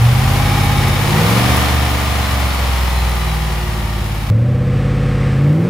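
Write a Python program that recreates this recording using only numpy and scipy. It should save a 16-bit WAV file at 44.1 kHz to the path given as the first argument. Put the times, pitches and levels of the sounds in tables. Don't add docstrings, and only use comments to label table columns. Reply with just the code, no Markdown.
import sys
import numpy as np
from scipy import signal
from scipy.fft import rfft, irfft
from scipy.io import wavfile
from scipy.ndimage import uniform_filter1d

SR = 44100
rng = np.random.default_rng(int(sys.argv[2]) if len(sys.argv) > 2 else 0)


def transcribe(u):
    v = np.clip(np.atleast_2d(u).T, -1, 1)
    q = np.round(v * 32767).astype(np.int16)
    wavfile.write(sys.argv[1], SR, q)


N = 250929
TIME = np.arange(N) / SR
FREQ = np.maximum(np.arange(N // 2 + 1) * SR / N, 1)
CYLINDERS, MAX_CYCLES = 8, 160

FIRING_PULSES = [-1.2, -.6, -.9, .1, -.5, -1.9, -.6, 2.2]
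def exhaust(cycles, orders, loads, pipe, phase, dispersion, waver_db):
    pattern = np.fft.fft(undb(FIRING_PULSES))
    cycle_hz = np.gradient(cycles) * SR
    pipe_gain = shape(pipe)
    note = 0
    for order, idle_db, *load_db in orders:
        k = round(order)
        lead = np.angle(pattern[k % CYLINDERS])
        wave = np.cos(2 * np.pi * k * cycles + lead + phase - dispersion * k ** 2)
        db = idle_db + np.dot(load_db, loads) + waver_db * np.sqrt(k / CYLINDERS) * walk(14)
        note = note + np.sqrt(2) * undb(db) * np.interp(k * cycle_hz, FREQ, pipe_gain) * wave
    return note


def rumble(cycles, spectrum):
    sizes = rng.standard_normal((MAX_CYCLES, CYLINDERS))
    burns = impulses(cycles, np.arange(CYLINDERS) / CYLINDERS, sizes, late_s=0)
    return unit(colour(burns, shape(spectrum)))


# (order [per cycle], idle level [dB], gain [dB/throttle], gain [dB/overrun])
BAY_HARMONICS = [(3.0, -18.5, -15, -4), (4.0, -47, -1, 10), (5.0, -26, -1, -13.5), (6.0, -25.5, -8.5, -11),
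                 (7.0, -55, 29.5, -13), (8.0, -22.5, 6.5, -12), (9.0, -37, 12, 2), (10.0, -30.5, -1.5, -26),
                 (11.0, -25, -3.5, -17.5), (12.0, -38.5, 7, -5), (13.0, -30, -3, -14.5),
                 (16.0, -27.5, -9, -18)]
# (frequency [Hz], gain [dB])
BAY_PIPE_GAIN = [(42.0, -7), (51.0, -1.5), (62.0, 7), (85.0, 0.5), (103.0, 8), (118.0, 13), (142.0, -1),
                 (160.0, -4), (180.0, -8.5), (210.0, 5), (245.0, -7.5), (290.0, 3), (335.0, -4.5),
                 (360.0, 2), (420.0, -7)]
# (frequency [Hz], gain [dB])
BAY_RUMBLE = [(20, -36), (36, -29), (50, 0), (75, 9), (120, 3), (170, -47), (260, -36), (500, -48)]
def bay_lope(cycles, throttle, overrun):
    note = exhaust(cycles - .206, BAY_HARMONICS, [throttle, overrun], BAY_PIPE_GAIN,
                   phase=.61, dispersion=.664, waver_db=.85)
    return note + undb(-25 - 2 * throttle - 6.5 * overrun) * rumble(cycles, BAY_RUMBLE)


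# (order [per cycle], idle level [dB], gain [dB/load])
REAR_HARMONICS = [(3.0, -29.5, -5), (4.0, -27.5, -15), (5.0, -29.5, 3), (6.0, -22, -3), (7.0, -59, 20),
                  (8.0, -19, 8), (9.0, -51, -1), (10.0, -37, -8), (11.0, -24.5, -3.5), (13.0, -28, 2.5),
                  (15.0, -34.5, -2), (16.0, -34.5, 6), (19.0, -37.5, 5), (21.0, -31, -1), (24.0, -54, 5),
                  (27.0, -45.5, 6), (44.0, -42, -1)]
# (frequency [Hz], gain [dB])
REAR_PIPE_GAIN = [(40.0, -17), (51.0, 7.5), (65.0, -6), (105.0, 1), (140.0, 2.5), (165.0, -5), (205.0, 0),
                  (280.0, -5.5), (400.0, -10.5), (450.0, -1), (495.0, 4.5), (550.0, 0.5), (650.0, -18),
                  (748, -10.5), (830, -22)]
# (frequency [Hz], gain [dB])
OUTLET_RUMBLE = [(20, -41), (38, -32), (55, -14), (80, 6), (125, 19), (170, 11.5), (260, -21), (500, -51)]
def rear_lope(cycles, load):
    note = exhaust(cycles - .052, REAR_HARMONICS, [load], REAR_PIPE_GAIN,
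                   phase=.76, dispersion=.136, waver_db=.5)
    return note + undb(-26) * rumble(cycles, OUTLET_RUMBLE)


# (frequency [Hz], gain [dB])
RASP_SPECTRUM = [(25, -40), (70, -9), (150, -5), (220, 2), (270, -1), (340, 1), (405, -7.5), (492, 0.5),
                 (545, -4.5), (590, -1), (650, -22), (760, -12), (880, -19), (2000, -45.5)]
def tailpipe_rasp(cycles, load, cycle_hz):
    idle_hz = 17
    gas = impact_train(cycles, jitter_s=.00012, scatter_db=.5, throb_db=2.2, t60=.033)
    db = -28.5 + 3 * load + 5 * np.log2(cycle_hz / idle_hz)
    return undb(db) * unit(colour(gas, shape(RASP_SPECTRUM)))


# (position [cycles], frequency [Hz], t60 [s], relative level [dB])
PUFF_MODES = [(0.96, 494, 0.14, -1.5), (.58, 495, .08, -7), (.1, 748, .2, -14)]
def tailpipe_puffs(cycles, load):
    return undb(-32 - 11 * load) * ring(cycles, PUFF_MODES, scatter_db=.3, jitter_s=.00012, rise_s=.0033)


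def intake_drone(cycles, throttle):
    duct_hz, half_width_hz = 156.5, 5.7 + 24 * throttle ** 2
    strokes = CYLINDERS * (cycles - .039)
    response = resonance(np.gradient(strokes) * SR, duct_hz, 2 * half_width_hz)
    db = -26 + 1.5 * throttle + .7 * walk(12)
    return np.sqrt(2) * undb(db) * response * np.cos(2 * np.pi * strokes)


# (frequency [Hz], gain [dB])
BARK_SPECTRUM = [(90, -30), (170, -5), (230, 2), (350, -2), (410, -8), (470, 11.5), (540, 7), (640, -5),
                 (800, -11), (1000, -9), (1200, -6), (1700, -22), (4000, -40)]
def intake_bark(cycles, load):
    gulps = undb(5.5 * np.cos(2 * np.pi * CYLINDERS * cycles) + .5 * walk(130))
    air = unit(colour(gulps * rng.standard_normal(N), shape(BARK_SPECTRUM)))
    return undb(-22.5 + 17 * (load - 1)) * air


# (frequency [Hz], gain [dB])
CASING_GAIN = [(40, -9.5), (150, 6.5), (260, -5.5), (315, -5), (410, -7.5), (620, -2.5), (780, 0),
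               (900, -1.5), (1080, -1), (1550, -6.5), (1950, -4), (2350, -5.5), (2700, -8.5), (3200, -8.5),
               (4600, -12.5), (6500, -19), (15000, -28)]
# (frequency [Hz], width [Hz], gain [dB])
CASING_MODES = [(480, 76, 5.1), (810, 90, 2.8), (1196, 74, 4.2), (1385, 24, 3.6), (1855, 72, 2),
                (2230, 49, 1.8), (2920, 100, 2), (5300, 230, 4.5)]
# (frequency [Hz], gain [dB])
WALL_GAIN = [(50, -2.5), (250, -2.5), (500, -6.5), (1000, -6.5), (2000, -3.5), (3000, 0), (4500, -3.5),
             (6000, -3.5), (12000, 4.5)]
def valve_clatter(cycles):
    casings = shape(CASING_GAIN, CASING_MODES)
    strikes = impact_train(cycles, jitter_s=.0001, scatter_db=3, throb_db=-1.2, t60=.029)
    direct = radiate(strikes, casings, noise_db=-6)
    side_strikes = impact_train(cycles, jitter_s=.0001, scatter_db=.5, throb_db=-2.5, t60=.057)
    sideways = radiate(side_strikes, casings, noise_db=-6.5)
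    return direct, colour(sideways, shape(WALL_GAIN))


# (order [per cycle], resonance [Hz], width [Hz], relative level [dB])
PANEL_MODES = [(10, 200, 18, -16), (11, 201, 14, -7), (12, 285, 56, -10), (18, 365, 36, -16),
               (19, 356, 36, -12), (20, 360, 30, -12), (19, 465, 40, -18), (27, 605, 70, -14),
               (30, 730, 70, -12), (32, 755, 130, -13), (33, 610, 60, -15), (41, 820, 120, -16),
               (44, 900, 160, -17), (51, 945, 90, -15), (48, 1172, 90, -16), (59, 1190, 80, -17),
               (55, 1230, 90, -17), (75, 1275, 50, -18), (74, 1807, 60, -20), (106, 1803, 70, -22),
               (102, 1905, 120, -16), (132, 2245, 120, -13), (137, 2330, 90, -17), (57, 1385, 60, -20),
               (124, 2560, 200, -21), (132, 3190, 90, -22), (220, 3735, 280, -18), (311, 5265, 200, -27)]
def singing_panels(cycles):
    cycle_hz = np.gradient(cycles) * SR
    out = 0
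    for order, centre_hz, width_hz, db in PANEL_MODES:
        response = resonance(order * cycle_hz, centre_hz, width_hz)
        wave = np.sin(2 * np.pi * (order * cycles + rng.random()) + .03 * np.sqrt(order) * walk(30))
        out = out + np.sqrt(2) * undb(db + 2 * walk(29.83)) * response * wave
    return out


# (position [cycles], frequency [Hz], t60 [s], relative level [dB])
TAPPET_MODES = [(.34, 812, 0.13, 4.5), (.22, 870, .08, -10), (0.1, 2500, 0.05, -13)]
# (time [s], level [dB])
TAPPET_LEVEL = [(0, -42), (.25, -35), (.42, -31.5), (.78, -32), (.95, -42), (1.2, -50), (2.5, -50),
                (4.3, -60)]
def tappet_knocks(cycles):
    knocks = ring(cycles, TAPPET_MODES, scatter_db=0, jitter_s=.00008, rise_s=.0032)
    return undb(curves(TAPPET_LEVEL)[0]) * knocks


# (frequency [Hz], gain [dB])
FLOOR_GAIN = [(30, -16), (400, 3.5), (900, -4.5), (1050, 1.5), (1130, 5.5), (1190, 0), (1255, 3),
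              (1500, -2), (1800, 0), (2150, -2), (2600, -5.5), (4000, -13.5), (5600, -17.5), (6500, -22.5),
              (8500, -21.5), (10200, -30.5), (12800, -34), (15700, -44)]
# (position [cycles], frequency [Hz], t60 [s], relative level [dB])
FLOOR_TICK = [(.52, 2150, .012, -17)]
def underfloor_clatter(cycles):
    strikes = impact_train(cycles, jitter_s=.00006, scatter_db=1, throb_db=.2, t60=.035)
    clatter = radiate(strikes, shape(FLOOR_GAIN), noise_db=-8)
    return clatter + ring(cycles, FLOOR_TICK, scatter_db=4, jitter_s=.00023, rise_s=.00025)


# (frequency [Hz], gain [dB])
HISS_SPECTRUM = [(1500, -37), (4000, -19), (6200, 2.5), (7500, -2), (10000, 7.5), (12000, -4), (14000, 8),
                 (15700, -8.5)]
def belt_hiss(ticks):
    delay_s = .000283
    right = radiate(ticks, shape(HISS_SPECTRUM), noise_db=2)
    left = colour(right, np.exp(-2j * np.pi * FREQ * delay_s))
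    return np.array([left, right])


# (frequency [Hz], gain [dB])
AIRBOX_GAIN = [(200, -37), (310, -14.5), (355, -1), (400, -11.5), (600, -53)]
# (time [s], level [dB])
BOOM_LEVEL = [(0, -39), (1.2, -35), (1.7, -38), (2.6, -51), (2.95, -46), (3.7, -44), (4.3, -45)]
def airbox_boom(ticks):
    return undb(curves(BOOM_LEVEL)[0]) * radiate(ticks, shape(AIRBOX_GAIN), noise_db=-3)


# (time [s], sixth [dB], seventh [dB], eighth [dB])
ROTOR_LEVELS = [(1.3, -60, -60, -60), (1.5, -43.5, -56, -58), (1.75, -43.5, -56, -58), (1.9, -54, -58, -60),
                (2.25, -45, -44, -50), (2.42, -55, -47, -53), (2.52, -58, -46, -41), (2.65, -53, -54, -50),
                (2.78, -44, -56, -45), (2.89, -53, -48, -47), (2.99, -60, -52, -38),
                (3.16, -60, -54, -44.5), (3.3, -58, -56, -41.5), (3.42, -50, -60, -53),
                (3.6, -45, -62, -64), (3.9, -60, -66, -68)]
def rotor_whine(cycles):
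    turns = 24.8 * cycles
    out = 0
    for k, db in zip((6, 7, 8), curves(ROTOR_LEVELS)):
        amplitude = np.sqrt(2) * undb(db + 2.2 * walk(45))
        out = out + amplitude * np.sin(2 * np.pi * k * turns + .45 * walk(58))
    return out


def impact_train(cycles, jitter_s, scatter_db, throb_db, t60, count=96):
    positions = (np.arange(count) + rng.random(count)) / count
    strengths = rng.choice([-1, 1], count) * undb(2 * rng.standard_normal(count))
    throb = undb(throb_db * (np.cos(2 * np.pi * 3 * positions) + np.sin(2 * np.pi * 2 * positions)))
    scatter, jitter = rng.standard_normal((2, MAX_CYCLES, count))
    sizes = strengths * throb * undb(scatter_db * scatter)
    hits = unit(impulses(cycles, positions, sizes, jitter_s * jitter))
    echoes = rfft(rng.standard_normal(N) * np.exp(-np.log(1000) * TIME / t60))
    return colour(hits, np.exp(1j * np.angle(echoes)))


def ring(cycles, modes, scatter_db, jitter_s, rise_s):
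    out = 0
    for position, hz, t60, db in modes:
        scatter, jitter = rng.standard_normal((2, MAX_CYCLES, 1))
        hits = impulses(cycles, position, undb(scatter_db * scatter), jitter_s * jitter)
        envelope = np.exp(-np.log(1000) * TIME / t60) * (1 - np.exp(-TIME / rise_s))
        response = envelope * np.sin(2 * np.pi * hz * TIME)
        out = out + undb(db) * unit(colour(hits, rfft(response)))
    return out


def impulses(cycles, positions, sizes, late_s):
    when = np.interp(np.arange(len(sizes))[:, None] + positions, cycles, TIME, left=-1, right=-1)
    at = np.round((when + late_s) * SR).astype(int)
    inside = (at >= 0) & (at < N)
    return np.bincount(at[inside], sizes[inside], N)


def radiate(hits, gain, noise_db):
    return unit(colour(hits + undb(noise_db) * rng.standard_normal(N), gain))


def resonance(hz, centre_hz, width_hz):
    return 1 / (1 + (2 * (hz - centre_hz) / width_hz) ** 2)


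def shape(points, modes=()):
    hz, db = np.transpose(points)
    peaks_db = sum(peak_db * resonance(FREQ, centre, width) for centre, width, peak_db in modes)
    return undb(np.interp(np.log(FREQ), np.log(hz), db) + peaks_db)


def colour(x, gain):
    return irfft(rfft(x) * gain, N)


def walk(rate_hz):
    hold = int(SR / rate_hz)
    steps = np.repeat(rng.standard_normal(N // hold + 1), hold)
    return unit(uniform_filter1d(uniform_filter1d(steps, hold), hold)[:N])


def curves(table):
    times, *columns = np.transpose(table)
    return [np.interp(TIME, times, column) for column in columns]


def undb(db):
    return 10 ** (np.asarray(db) / 20)


def unit(x):
    return x / np.sqrt(np.mean(x ** 2))


# (time [s], four-stroke cycle rate [Hz])
BAY_RATE = [(0, 14.32), (0.23, 16.19), (0.52, 17.03), (0.98, 16.73), (1.14, 18.03), (1.33, 22.99),
            (1.47, 24.37), (1.7, 24.44), (2.2, 23.59), (2.85, 20.99), (3.5, 19.22), (4.3, 17.3)]
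# (time [s], load [1 on throttle, 0 idling, -1 on the overrun])
BAY_ENGINE_LOAD = [(0.0, 0.2), (0.25, 0.018), (1.0, 0.17), (1.18, 0.79), (1.33, 0.91), (1.6, -0.47),
                   (2.2, -0.88), (2.9, -1.05), (3.4, -1.35), (4.3, -0.61)]
# (time [s], level [dB])
BAY_MACHINERY = [(0, -23), (.3, -21), (1, -21), (1.2, -19), (1.6, -18.5), (1.8, -22), (2.7, -23.5),
                 (3.6, -27), (4.3, -30)]
def engine_bay():
    cycles = .1375 + np.cumsum(curves(BAY_RATE)[0]) / SR
    load, machinery_db = curves(BAY_ENGINE_LOAD)[0], curves(BAY_MACHINERY)[0]
    throttle, overrun = np.maximum(load, 0), np.maximum(-load, 0)
    lope = bay_lope(cycles, throttle, overrun)
    direct, side = valve_clatter(cycles)
    mid = direct + singing_panels(cycles)
    metal = undb(machinery_db) * np.array([undb(.64) * (mid + side), undb(-.64) * (mid - side)])
    ticks = impact_train(cycles, jitter_s=.0003, scatter_db=6, throb_db=1.5, t60=.036)
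    belt = undb(machinery_db - 11.5) * belt_hiss(ticks) + rotor_whine(cycles)
    knocks = tappet_knocks(cycles)
    intake = airbox_boom(ticks) + intake_drone(cycles, throttle) + intake_bark(cycles, load)
    return lope + intake + metal + knocks + belt


# (time [s], four-stroke cycle rate [Hz])
REAR_RATE = [(4.3, 13.14), (4.48, 15.54), (4.88, 17.12), (5.36, 16.72), (5.51, 18.65), (5.69, 22.8)]
# (time [s], load [1 on throttle, 0 idling])
REAR_ENGINE_LOAD = [(4.3, 1), (4.5, 0.24), (4.6, -0.0037), (5.0, -0.08), (5.3, 0.048), (5.5, 1.2),
                    (5.7, 0.72)]
# (time [s], level [dB])
REAR_MACHINERY = [(4.3, -38.5), (4.6, -36), (4.75, -32.5), (5.3, -30), (5.5, -34.5), (5.6, -37),
                  (5.63, -34.5), (5.69, -33.5)]
def behind_car():
    cycle_hz, load = curves(REAR_RATE)[0], curves(REAR_ENGINE_LOAD)[0]
    cycles = .94 + np.cumsum(cycle_hz) / SR
    lope = rear_lope(cycles, load)
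    rasp = tailpipe_rasp(cycles, load, cycle_hz)
    machinery = undb(curves(REAR_MACHINERY)[0]) * underfloor_clatter(cycles)
    return lope + rasp + tailpipe_puffs(cycles, load) + machinery


def scene():
    change_s, fade_s, click_decay_s = 4.301, .0017, .0004
    rear = np.clip((TIME - change_s) / fade_s, 0, 1)
    click = undb(-9.5) * (TIME > change_s) * np.exp(-np.abs(TIME - change_s) / click_decay_s)
    return (1 - rear) * engine_bay() + rear * behind_car() + click


def record(dry):
    cutoff_hz = 15700
    return signal.sosfilt(signal.ellip(10, .1, 90, cutoff_hz, fs=SR, output="sos"), dry)


dry = scene()
out = record(dry)
transcribe(out)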